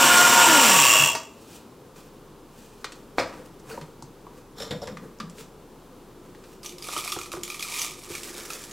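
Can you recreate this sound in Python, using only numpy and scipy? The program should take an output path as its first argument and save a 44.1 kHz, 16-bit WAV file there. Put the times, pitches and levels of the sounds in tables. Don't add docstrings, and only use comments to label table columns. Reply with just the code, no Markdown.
import sys
import numpy as np
from scipy import signal
from scipy.fft import rfft, irfft
from scipy.io import wavfile
from scipy.ndimage import uniform_filter1d

SR = 44100
rng = np.random.default_rng(int(sys.argv[2]) if len(sys.argv) > 2 else 0)


def master(y):
    cut = np.clip(np.atleast_2d(y).T, -1, 1)
    pcm = np.round(cut * 32767)
    wavfile.write(sys.argv[1], SR, pcm.astype(np.int16))


def field_ratio(decibels):
    return 10 ** (np.asarray(decibels, dtype=float) / 20)


N = 384552


def unit(x):
    return x / np.sqrt(np.mean(x ** 2))


def curves(table):
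    s, *columns = np.transpose(table)
    t = np.arange(N) / SR
    gate = np.clip((t - s[0]) / .003 + 1, 0, 1) * np.clip((s[-1] - t) / .01 + 1, 0, 1)
    return gate, *(np.interp(t, s, c) for c in columns)


def colour(x, spectrum, peaks=()):
    hz = np.arange(x.shape[-1] // 2 + 1) * SR / x.shape[-1] + 1
    at, db = np.transpose(spectrum)
    gain = field_ratio(np.interp(np.log(hz), np.log(at), db))
    for centre, width, peak_db in peaks:
        gain = gain * field_ratio(peak_db / (1 + (2 * (hz - centre) / width) ** 2))
    return irfft(rfft(x) * gain, x.shape[-1])


def band(x, lo_hz, hi_hz):
    return signal.sosfilt(signal.butter(2, [lo_hz, hi_hz], "band", fs=SR, output="sos"), x)


def resonance(x, hz, width_hz):
    return unit(band(x, hz - width_hz / 2, hz + width_hz / 2))


def grains(rate, spread_db, smear_s):
    size = np.minimum(rng.exponential(size=N), 4)
    hit = (rng.random(N) < rate / SR) * field_ratio(spread_db * size)
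    puff = signal.lfilter([1], [1, -np.exp(-1 / (smear_s * SR))], hit)
    return unit(puff * rng.standard_normal(N))


def walk(rate):
    k = int(SR / rate)
    steps = np.repeat(rng.standard_normal(N // k + 1), k)
    return unit(uniform_filter1d(uniform_filter1d(steps, k), k)[:N])


def strikes(times, parts):
    out, t = np.zeros(N + SR), np.arange(SR // 4) / SR
    for s, blow in zip(times, parts):
        start = int(s * SR)
        noise = rng.standard_normal(len(t))
        noise[0] = -7.0
        for lo_hz, hi_hz, decay_s, db in blow:
            x = band(noise * np.exp(-t / decay_s), lo_hz, hi_hz)
            out[start:start + len(t)] += x / abs(x).max() * field_ratio(db)
    return out[:N]


def swells(rows):
    t, power = np.arange(N) / SR, np.zeros((2, N))
    for s, rise_s, fall_s, *db in rows:
        near = slice(int((s - 2 * rise_s) * SR), int((s + 2 * fall_s) * SR))
        away = np.maximum((s - t[near]) / rise_s, (t[near] - s) / fall_s)
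        power[:, near] += field_ratio(np.array(db)[:, None] - 17 * away) ** 2
    return np.sqrt(power)


# t/s, level/dB
CHIP_LEVEL = [
    (0.0, -16.5),
    (0.44, -17.5),
    (0.7, -16),
    (0.97, -18),
    (1.05, -21.5),
    (1.1, -28),
    (1.15, -38.5),
    (1.216, -49),
    (1.4, -73),
]
# t/s, turns f/Hz
SHAFT_SPEED = [(0, 357), (.45, 356), (.56, 298), (.65, 237), (.8, 151), (.87, 124), (.95, 100), (1.1, 66),
               (1.4, 45)]
# low f/Hz, high f/Hz, decay/s, peak level/dB
BLADE_STOP = [
    (4400, 6500, 0.02, -19.5),
    (6500, 8800, 0.011, -26.5),
    (885, 960, 0.0079, -25.5),
    (400, 2000, 0.008, -18),
]


def grinder():
    gate, chips_db = curves(CHIP_LEVEL)
    _, hz = curves(SHAFT_SPEED)
    turn = 2 * np.pi * np.cumsum(hz * (1 + 0.0023 * walk(57.6))) / SR
    free = np.clip((350 - hz) / 10, 0, 1)
    coasting = np.clip((302 - hz) / 129, 0, 1)
    octaves = np.log2(hz / hz[0])
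    body = whirling_chips(turn, hz, chips_db, coasting) + shudder(hz, chips_db)
    tones = shaft_hum(turn, hz, free, octaves) + motor_whine(turn, hz, free, coasting, octaves)
    return gate * body + strikes([1.151], [BLADE_STOP]), gate * np.sqrt(2) * tones


# f/Hz, level/dB per Hz
DRIVEN_TONE = [(35, -52), (60, -36), (150, -18), (300, -14), (600, -10.5), (1300, -7.5), (2000, -11.5),
               (4300, -15.5), (7500, -16.5), (9500, -19), (14000, -24), (15800, -30)]
# f/Hz, level/dB per Hz
COASTING_TONE = [(60, -50), (150, -24), (300, -10.5), (600, -7.5), (1000, -6.5), (2000, -7), (2800, -2.5),
                 (4200, -12.5), (7400, -8), (9500, -13.5), (14000, -17.5), (15800, -19.5)]
# f/Hz, width/Hz, level/dB over the rest
CASING_PEAKS = [(240, 50, 5), (520, 60, 3), (930, 60, 7), (1720, 60, 4), (3240, 140, 3), (5650, 400, 7),
                (6750, 150, 4), (8130, 260, 8), (13250, 500, 7), (15000, 900, 9)]
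# f/Hz, width/Hz, level/dB
FULL_CUP_PEAKS = [(1098, 41, 4.5), (1417, 57, 11.5), (2440, 52, 7), (2930, 380, 6.5), (7490, 660, 9)]
# f/Hz, width/Hz, level/dB
BARE_CUP_PEAKS = [(1450, 56.6, -1.5), (1127, 110, 12.5), (2750, 330, 6.5), (7340, 490, 9.5)]
# f/Hz, width/Hz, level/dB under the chips, shaft f/Hz below which it sings
LID = [(2726, 310, -5, 170), (3300, 130, -11, 126), (927, 69, -17.5, 71), (640, 37, -9.5, 140)]
# f/Hz, width/Hz, level/dB under the chips
FRAGMENT_NOTES = [(933, 61, -10.5), (2770, 400, -14.5)]


def whirling_chips(turn, hz, chips_db, coasting):
    clumping = np.clip((260 - hz) / 300, .15, .36) * np.clip(1 + .6 * walk(25), 0, 2)
    chips = grains(15000, 3.2, 0.00032) * (1 + clumping * np.cos(turn + 0.47 * walk(30.46)))
    driven = colour(chips, DRIVEN_TONE, CASING_PEAKS + FULL_CUP_PEAKS)
    slowing = colour(chips, COASTING_TONE, CASING_PEAKS + BARE_CUP_PEAKS)
    driven, slowing = (x / band(x, 1800, 12000).std() for x in (driven, slowing))
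    casing = ((1 - coasting) * driven + coasting * slowing) * field_ratio(chips_db)
    for ring_hz, width_hz, db, below_hz in LID:
        sings = np.clip((below_hz - hz) / (.5 * below_hz), 0, 1)
        casing = casing + sings * resonance(chips, ring_hz, width_hz) * field_ratio(chips_db + db)
    fragments = grains(600, 3.5, .002) * field_ratio(3.8 * walk(14))
    for wall_hz, width_hz, db in FRAGMENT_NOTES:
        casing = casing + resonance(fragments, wall_hz, width_hz) * field_ratio(chips_db + db)
    return casing


def shudder(hz, chips_db):
    rocking_db = 17.5 / (1 + (2 * (hz - 78) / 17) ** 2)
    return unit(band(rng.standard_normal(N), 100, 162.3)) * field_ratio(chips_db - 27.5 + rocking_db - 5.0)


def shaft_hum(turn, hz, free, octaves):
    hum_db = -25 - 14 * (1 - free) + 6 * octaves - 3 * octaves ** 2
    tabletop = 1 / (1 + (118 / hz) ** 10)
    octave = field_ratio(-6.0) / (1 + ((2 * hz - 530) / 90) ** 2)
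    return field_ratio(hum_db) * tabletop * (np.sin(turn) + octave * np.sin(2 * turn))


# multiple of the shaft rate, level/dB under the whine
MOTOR_ORDERS = [(2, -8), (3, -5), (8, -19), (10, -13.5)]


def motor_whine(turn, hz, free, coasting, octaves):
    whine_db = -22 - 8 * free + 9 * octaves
    whine = np.sin(4 * turn) * field_ratio(3.2 * walk(35.4))
    whine /= 1 + ((4 * hz - 1425) / 130) ** 2
    for k, db in MOTOR_ORDERS:
        whine += (1 - coasting) * field_ratio(db + 0.71 * walk(45.0)) * np.sin(round(k) * turn)
    return field_ratio(whine_db) * whine


# t/s, click peak level/dB, brightness (0 wall, 1 crack, 2 tick), thud peak level/dB, thud f/Hz
PLASTIC_KNOCKS = [(1.961, -36, .4, -59, 267), (2.844, -14.5, 0.53, -36.5, 446),
                  (2.921, -26.5, 1.38, -44, 348), (3.196, -24, 0.72, -19, 570),
                  (3.597, -41, 1.95, -43, 358), (3.776, -36, .05, -28, 1020), (3.777, -60, .05, -30.5, 495),
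                  (3.813, -29.5, 0.6, -38.5, 155), (4.024, -30.5, 1.98, -34, 1000),
                  (4.028, -59, 1, -43, 149), (4.267, -55, 0.046, -35, 1000), (4.602, -25.5, 1.34, -30, 497),
                  (4.633, -28, 1.6, -32, 477), (4.709, -26, 0.97, -32, 513), (4.723, -50, .1, -31.5, 182.3),
                  (4.735, -47, .1, -31, 520), (4.818, -33, 0.85, -26.5, 560), (4.831, -45, 1, -29.5, 516),
                  (4.873, -27.5, 0.86, -43, 610), (4.877, -28, .3, -37, 1070), (4.886, -32, .05, -38, 190),
                  (4.908, -50, .05, -39, 180), (4.971, -26, 0.2, -35.5, 201),
                  (5.201, -21.5, 0.61, -36, 193), (5.204, -24, 0.27, -40, 188), (5.228, -42, 1, -33, 184),
                  (5.298, -30, 1.7, -51, 358), (5.384, -32.5, 1.17, -42.5, 424),
                  (5.409, -33, 0.91, -43.5, 184), (6.349, -35, .3, -44, 384), (6.439, -37, 0.72, -48, 198)]
# low f/Hz, high f/Hz, decay/s
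CLICK_PARTS = [
    (1000, 2100, 0.0042),
    (1480, 5000, 0.01),
    (3900, 8300, 0.0077),
]
# t/s, peak level/dB,
# ring f/Hz, decay/s
PLASTIC_CLACKS = [(3.7, -39, 2600, .008), (3.712, -36, 1480, 0.0083), (3.715, -42.5, 4400, .015),
                  (3.745, -37, 560, .006), (1.158, -31, 934, 0.0096), (1.164, -29, 1206, 0.0056),
                  (3.198, -23, 5100, 0.0041), (4.579, -48, 3900, .006), (4.629, -38, 5300, 0.0055),
                  (4.632, -35, 3700, .006), (4.709, -28, 3650, 0.009), (4.712, -49, 7200, 0.0073),
                  (4.818, -37, 5170, .01), (4.873, -38, 5200, 0.0054), (4.873, -40, 7300, 0.0055),
                  (5.187, -45, 5400, .003), (5.187, -50, 7000, 0.0029), (5.202, -28.5, 1204, 0.0042),
                  (5.201, -38, 4770, .005), (5.203, -35, 3500, 0.0034)]
# firmest grip t/s, rise/s, fall/s, rub level/dB, drag through the table level/dB
HAND_RUBS = [(1.42, .1, 0.12, -59, -78), (1.558, 0.19, 0.073, -48, -60.5),
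             (1.97, 0.025, 0.185, -51.5, -54.5), (2.594, 0.12, 0.31, -54, -60),
             (2.82, 0.09, 0.042, -58, -63), (2.955, .01, 0.1, -56.5, -64), (3.18, 0.0089, .004, -42.5, -43),
             (3.38, 0.085, 0.1, -56.5, -45.5), (3.46, 0.022, 0.031, -53.5, -59),
             (3.7, 0.045, 0.15, -45.5, -42.5), (3.745, 0.054, 0.029, -59.5, -39.5),
             (4.38, 0.086, 0.078, -59, -52), (5.038, .04, 0.086, -56, -42),
             (5.408, 0.069, 0.05, -45.5, -54.5), (6.25, 0.044, 0.15, -61, -53.5),
             (6.532, 0.27, 0.073, -56.5, -58)]
# f/Hz, level/dB per Hz
SKIN_TONE = [(1290, -90), (2200, -43), (2390, 6.5), (3330, 1.5), (7900, 0.5), (12900, -6.5), (16000, -4)]
# firmest t/s, rise/s, fall/s, rub level/dB, drag level/dB
CUP_TWISTS = [
    (4.582, 0.013, .1, -42.5, -48),
    (4.62, .04, 0.13, -40.5, -40.5),
    (4.712, 0.0059, 0.052, -42, -29.5),
    (4.826, 0.012, 0.088, -44.5, -46),
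    (4.882, 0.014, 0.055, -49, -35.5),
]
# f/Hz, level/dB per Hz
RIM_TONE = [(2000, -38), (3000, -4.5), (8000, -16.5), (12000, -12), (16000, -28)]
# f/Hz, width/Hz, level/dB
RIM_PEAKS = [(3620, 510, 12), (4130, 230, 6), (5400, 550, 14.5), (7300, 900, 12.5)]


def handling():
    blows = []
    for _, db, bright, thud_db, hz in PLASTIC_KNOCKS:
        click = [(*part, db - 13 * abs(bright - k)) for k, part in enumerate(CLICK_PARTS)]
        thud = (0.852 * hz, 1.12 * hz, min(5.3 / hz, .013), thud_db)
        jolt = (60, 420, .015, thud_db - 9.5)
        blows.append(click + [thud, jolt])
    clacks = [[(hz * .93, hz * 1.07, decay_s, db)] for _, db, hz, decay_s in PLASTIC_CLACKS]
    rubs = scrape(HAND_RUBS, SKIN_TONE, (), 8000) + scrape(CUP_TWISTS, RIM_TONE, RIM_PEAKS, 2300)
    times = [row[0] for row in PLASTIC_KNOCKS + PLASTIC_CLACKS]
    return latch() + rubs + strikes(times, blows + clacks)


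# f/Hz, level/dB per Hz
LATCH_TONE = [(35, -47.5), (60, -19), (141, -13), (199, -25), (282, -4), (399, -5), (480, -5), (1210, -7),
              (2200, -14.5), (3190, -21), (5180, -21), (15000, -38)]
# f/Hz, decay/s, peak level/dB
HOUSING_RINGS = [(595, 0.036, -26.5), (790, 0.02, -32), (1110, .03, -42), (1440, 0.015, -32),
                 (2240, 0.016, -20.5), (3500, 0.011, -26), (4420, .008, -24)]


def latch():
    latch_s = 3.183
    t = np.arange(N) / SR - latch_s
    since = np.maximum(t, 0)
    fade = np.exp(-since / 0.01) + field_ratio(-15) * np.exp(-since / 0.094)
    burst = np.clip(t / .002, 0, 1) * rng.standard_normal(N) * fade * field_ratio(2.8 * walk(169))
    burst[int(latch_s * SR) + 40] -= 36.0
    snap = colour(burst, LATCH_TONE) * np.clip(t / .002 + 1, 0, 1) ** 2
    rings = [(0.944 * hz, 1.09 * hz, decay_s, db) for hz, decay_s, db in HOUSING_RINGS]
    return snap / abs(snap).max() * field_ratio(4.5) + strikes([latch_s + 0.00094], [rings])


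# f/Hz, width/Hz, level/dB
TABLE_NOTES = [(79.8, 23, -9.5), (146, 50, -1), (193, 40, 4), (264, 160, 4.5), (477, 68, 6)]


def scrape(touches, spectrum, peaks, rate):
    grit = grains(rate, 4.6, 0.0027)
    drag = sum(field_ratio(db) * resonance(grit, hz, width) for hz, width, db in TABLE_NOTES)
    rub, press = swells(touches)
    wall = field_ratio(-1) * np.sqrt(rub * press) * unit(band(grit, 300, 1470))
    return rub * unit(colour(grit, spectrum, peaks)) + wall + press * unit(drag)


# low f/Hz, high f/Hz, decay/s
STEEL_WALL, STEEL_BOWL = (1150, 1330, .005), (325, 390, .009)


def pouring():
    slide, notes_and_patter = sliding_grounds()
    cup = colour(slide + bean_chips(), [(1, 0), (SR, 0)], [(1600, 550, -6.5)])
    return notes_and_patter + cup + clump_taps()


# fullest flow t/s, rise/s, fall/s, hiss level/dB, cup ring level/dB
SURGES = [(6.65, 0.019, 0.066, -41.5, -64), (6.87, 0.069, 0.052, -37.5, -44),
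          (6.935, 0.045, 0.19, -33, -39), (6.97, 0.027, 0.12, -32, -47), (7.1, 0.14, 0.11, -35, -53),
          (7.33, 0.0074, 0.057, -37, -35.5), (7.52, 0.076, 0.56, -46, -54), (7.68, 0.35, 0.3, -47, -46),
          (7.81, 0.24, .17, -31, -65), (8.0, .2, 0.4, -54, -66), (8.15, 0.22, 0.41, -38.5, -57),
          (8.38, 0.14, 0.7, -44.5, -58), (8.52, 0.3, 0.34, -42, -54.5), (8.72, 0.11, 0.065, -51, -50)]
# f/Hz, level/dB per Hz
SLIDE_TONE = [(260, -67), (450, -10), (538, -16.5), (868, -4.5), (1050, -7), (1230, 1.5), (1380, -17),
              (1650, -10.5), (2360, -5.5), (2700, -7.5), (5460, -6.5), (10400, -7), (16000, -20.5)]
# f/Hz, width/Hz, level/dB over the rest
CUP_PEAKS = [(2330, 260, 7), (2570, 60, 4), (3280, 120, 3), (3640, 150, 4), (5500, 500, 3)]
# f/Hz, level/dB per Hz
PAPER_TONE = [(200, -24), (420, 8), (800, -10.5), (1750, -0.5), (2600, -13.5), (7000, -5.5), (16000, -15)]


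def sliding_grounds():
    t = np.arange(N) / SR
    flow, ring = swells(SURGES)
    heap = np.interp(t, (7.9, 8.3), (0, 1))
    sand = grains(3800, 4.3, .0006)
    flow = flow * field_ratio(1.2 * walk(30) + 1.7 * walk(110))
    hiss = unit(colour(sand, SLIDE_TONE, CUP_PEAKS)) * flow * field_ratio(-4 * heap)
    patter = unit(colour(np.roll(sand, SR), PAPER_TONE)) * flow * heap * field_ratio(-2)
    pebbles = grains(260, 4.0, .002)
    high_note = resonance(pebbles, 1194, 110) * ring
    low_note = resonance(pebbles, 361, 34) * (t > 6.1) * field_ratio(-51)
    return hiss, (high_note + low_note) * field_ratio(-3.0) + patter


# t/s, peak level/dB, ping f/Hz, cup ring level/dB
CHIP_HITS = [(6.632, -31, 4690, -47), (6.661, -23, 5800, -59), (6.6937, -29, 6100, -58),
             (6.723, -35.5, 2490, -59), (6.783, -30, 5140, -55), (6.824, -26, 4830, -50),
             (6.844, -25.5, 2330, -40), (6.867, -36, 7000, -39), (6.887, -24, 3600, -29),
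             (6.92, -29, 2370, -42), (6.9644, -21, 3060, -18), (6.986, -22, 3430, -25),
             (7.04, -25, 2420, -48), (7.005, -32, 2400, -38.5), (7.077, -19, 2420, -27),
             (7.089, -26, 8200, -43), (7.12, -17.5, 5330, -41), (7.123, -17.5, 3420, -21.5),
             (7.188, -24, 6600, -27), (7.214, -24, 2530, -29.5), (7.233, -27.5, 5500, -42),
             (7.259, -29, 2450, -37.5), (7.3179, -24, 2580, -31), (7.434, -16.5, 6700, -40),
             (7.478, -24.5, 2300, -36), (7.501, -19.5, 2440, -32.5), (7.544, -23.5, 2440, -35),
             (7.595, -23, 3300, -33), (7.607, -24, 2400, -38), (7.626, -15.5, 2400, -45),
             (7.648, -32, 2350, -33.5), (7.685, -23, 2400, -41), (7.7405, -19, 2410, -56),
             (7.776, -21, 2380, -45), (7.794, -15, 6200, -51), (7.839, -24, 2416, -36),
             (7.817, -15.5, 5600, -54), (8.045, -33.5, 6700, -46), (8.101, -33.5, 8700, -44),
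             (8.137, -27, 2570, -50), (8.152, -19.5, 2320, -40), (8.181, -30, 2190, -45),
             (8.2328, -22.5, 7340, -53), (8.351, -33, 3780, -53), (8.289, -33, 2560, -48),
             (8.4064, -28, 2160, -41), (8.503, -22, 2540, -30), (8.534, -23, 6300, -59),
             (8.614, -35.5, 7490, -55), (8.712, -30, 6500, -57), (8.639, -27, 7300, -52)]


def bean_chips():
    ticks = []
    for _, db, hz, ring_db in CHIP_HITS:
        clack = (2100, 7000, .003, db - 3.5)
        ping = (0.9414 * hz, 1.084 * hz, .003, db - 7.5)
        tick = (7000, 14000, .003, db - 46)
        shower = (2100, 12000, .03, db - 5.5)
        ticks.append([clack, ping, (*STEEL_WALL, ring_db), tick, shower])
    return strikes([row[0] for row in CHIP_HITS], ticks)


# t/s, tap peak level/dB, low note level/dB, ring level/dB
CUP_TAPS = [
    (6.887, -29, -46, -36),
    (6.964, -24, -33, -33),
    (7.058, -35, -56, -42),
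    (7.164, -24, -29, -50),
    (7.317, -48, -53, -50),
    (7.337, -23, -31, -41),
    (7.369, -32, -30, -56),
    (8.102, -39, -29.5, -43),
    (8.299, -45, -40, -59),
    (8.505, -38, -52.5, -35),
]


def clump_taps():
    taps = [[(450, 1000, .004, db), (*STEEL_BOWL, note_db), (*STEEL_WALL, ring_db), (60, 280, .02, note_db - 9)]
            for _, db, note_db, ring_db in CUP_TAPS]
    return strikes([row[0] for row in CUP_TAPS], taps)


# f/Hz, level/dB
ROOM_TONE = [(100, 5.5), (500, -1), (2000, -1), (8000, -0.5), (16000, -43)]


def room(x):
    bass_t60_s, treble_t60_s = 0.4, 0.29
    t = np.arange(SR) / SR
    noise = rng.standard_normal(SR)
    bass = signal.sosfilt(signal.butter(1, 2000, fs=SR, output="sos"), noise)
    treble = noise - bass
    tail = bass * np.exp(-np.log(1000) * t / bass_t60_s) + treble * np.exp(-np.log(1000) * t / treble_t60_s)
    tail = tail * (t > .004)
    return colour(signal.fftconvolve(x, tail / np.sqrt(np.sum(tail ** 2)))[:N], ROOM_TONE)


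# f/Hz, level/dB per Hz
KITCHEN_TONE = [(25, -29.5), (45, -0.5), (70, -6), (130, 1.5), (400, 2.5), (510, 0), (620, -8.5),
                (1000, -7), (1300, -11.5), (1900, -20.5), (3200, -20.5), (6000, -25), (15000, -29.5)]
KITCHEN_LEVEL_DB = -48.5


def kitchen():
    t = np.arange(N) / SR
    before = np.clip((1.94 - t) / .03, 0, 1)
    throb = field_ratio(-57.5 - 19 * before) * np.sin(2 * np.pi * 27 * t)
    air = unit(colour(rng.standard_normal(N), KITCHEN_TONE)) * field_ratio(KITCHEN_LEVEL_DB + 0.4 * walk(4.72))
    return air + np.sqrt(2) * throb


# f/Hz, level/dB
REFLECTIONS_APART = [(60, -22), (300, -20), (700, -25), (1000, -31), (3800, -32), (5500, -20), (8000, -19),
                     (11000, -24)]
# f/Hz, level/dB
KITCHEN_APART = [(60, -23), (400, -21), (900, -13.5), (1800, -17), (3000, -17), (16000, -32)]
# f/Hz, level/dB per Hz
PORT_HISS_TONE = [(3500, -44), (5000, -4.5), (8000, -3), (11500, -7), (13500, -31)]
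# f/Hz, level/dB
POUR_LEAN = [(100, -24), (500, -13.5), (1000, -15), (1800, -14.5), (2500, -22), (16000, -28)]


def port_difference(mid, pour):
    t = np.arange(SR // 4)
    scatter = rng.standard_normal(SR // 4) * np.exp(-t / (.04 * SR))
    scatter /= np.sqrt(np.sum(scatter ** 2))
    side = colour(signal.fftconvolve(mid, scatter)[:N], REFLECTIONS_APART)
    air = unit(colour(rng.standard_normal(N), KITCHEN_TONE))
    side += colour(air, KITCHEN_APART) * field_ratio(KITCHEN_LEVEL_DB)
    side += unit(colour(rng.standard_normal(N), PORT_HISS_TONE)) * field_ratio(-72.5)
    return side - colour(pour, POUR_LEAN)


def scene():
    body, tones = grinder()
    hands = handling()
    pour = pouring()
    near = body + hands
    mid = near + tones + pour + field_ratio(-6) * room(near + pour) + kitchen()
    side = port_difference(mid, pour)
    return np.array([mid + side, mid - side])


def roll_off(x):
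    return signal.sosfilt(signal.butter(12, 15900, fs=SR, output="sos"), x)


# f/Hz, left minus right level/dB
PORT_MISMATCH = [(60, -1), (110, -.5), (200, 1), (380, 3), (700, 1), (1290, 0), (15000, 0)]


def record(dry):
    hz, db = np.transpose(PORT_MISMATCH)
    ports = np.array([colour(x, np.transpose([hz, way * db / 2])) for x, way in zip(dry, (1, -1))])
    rounded = np.tanh(1.35 * ports) / 1.35
    top = signal.ellip(10, .2, 60, 15850, fs=SR, output="sos")
    return roll_off(signal.sosfilt(top, rounded))


dry = scene()
out = record(dry)
master(out)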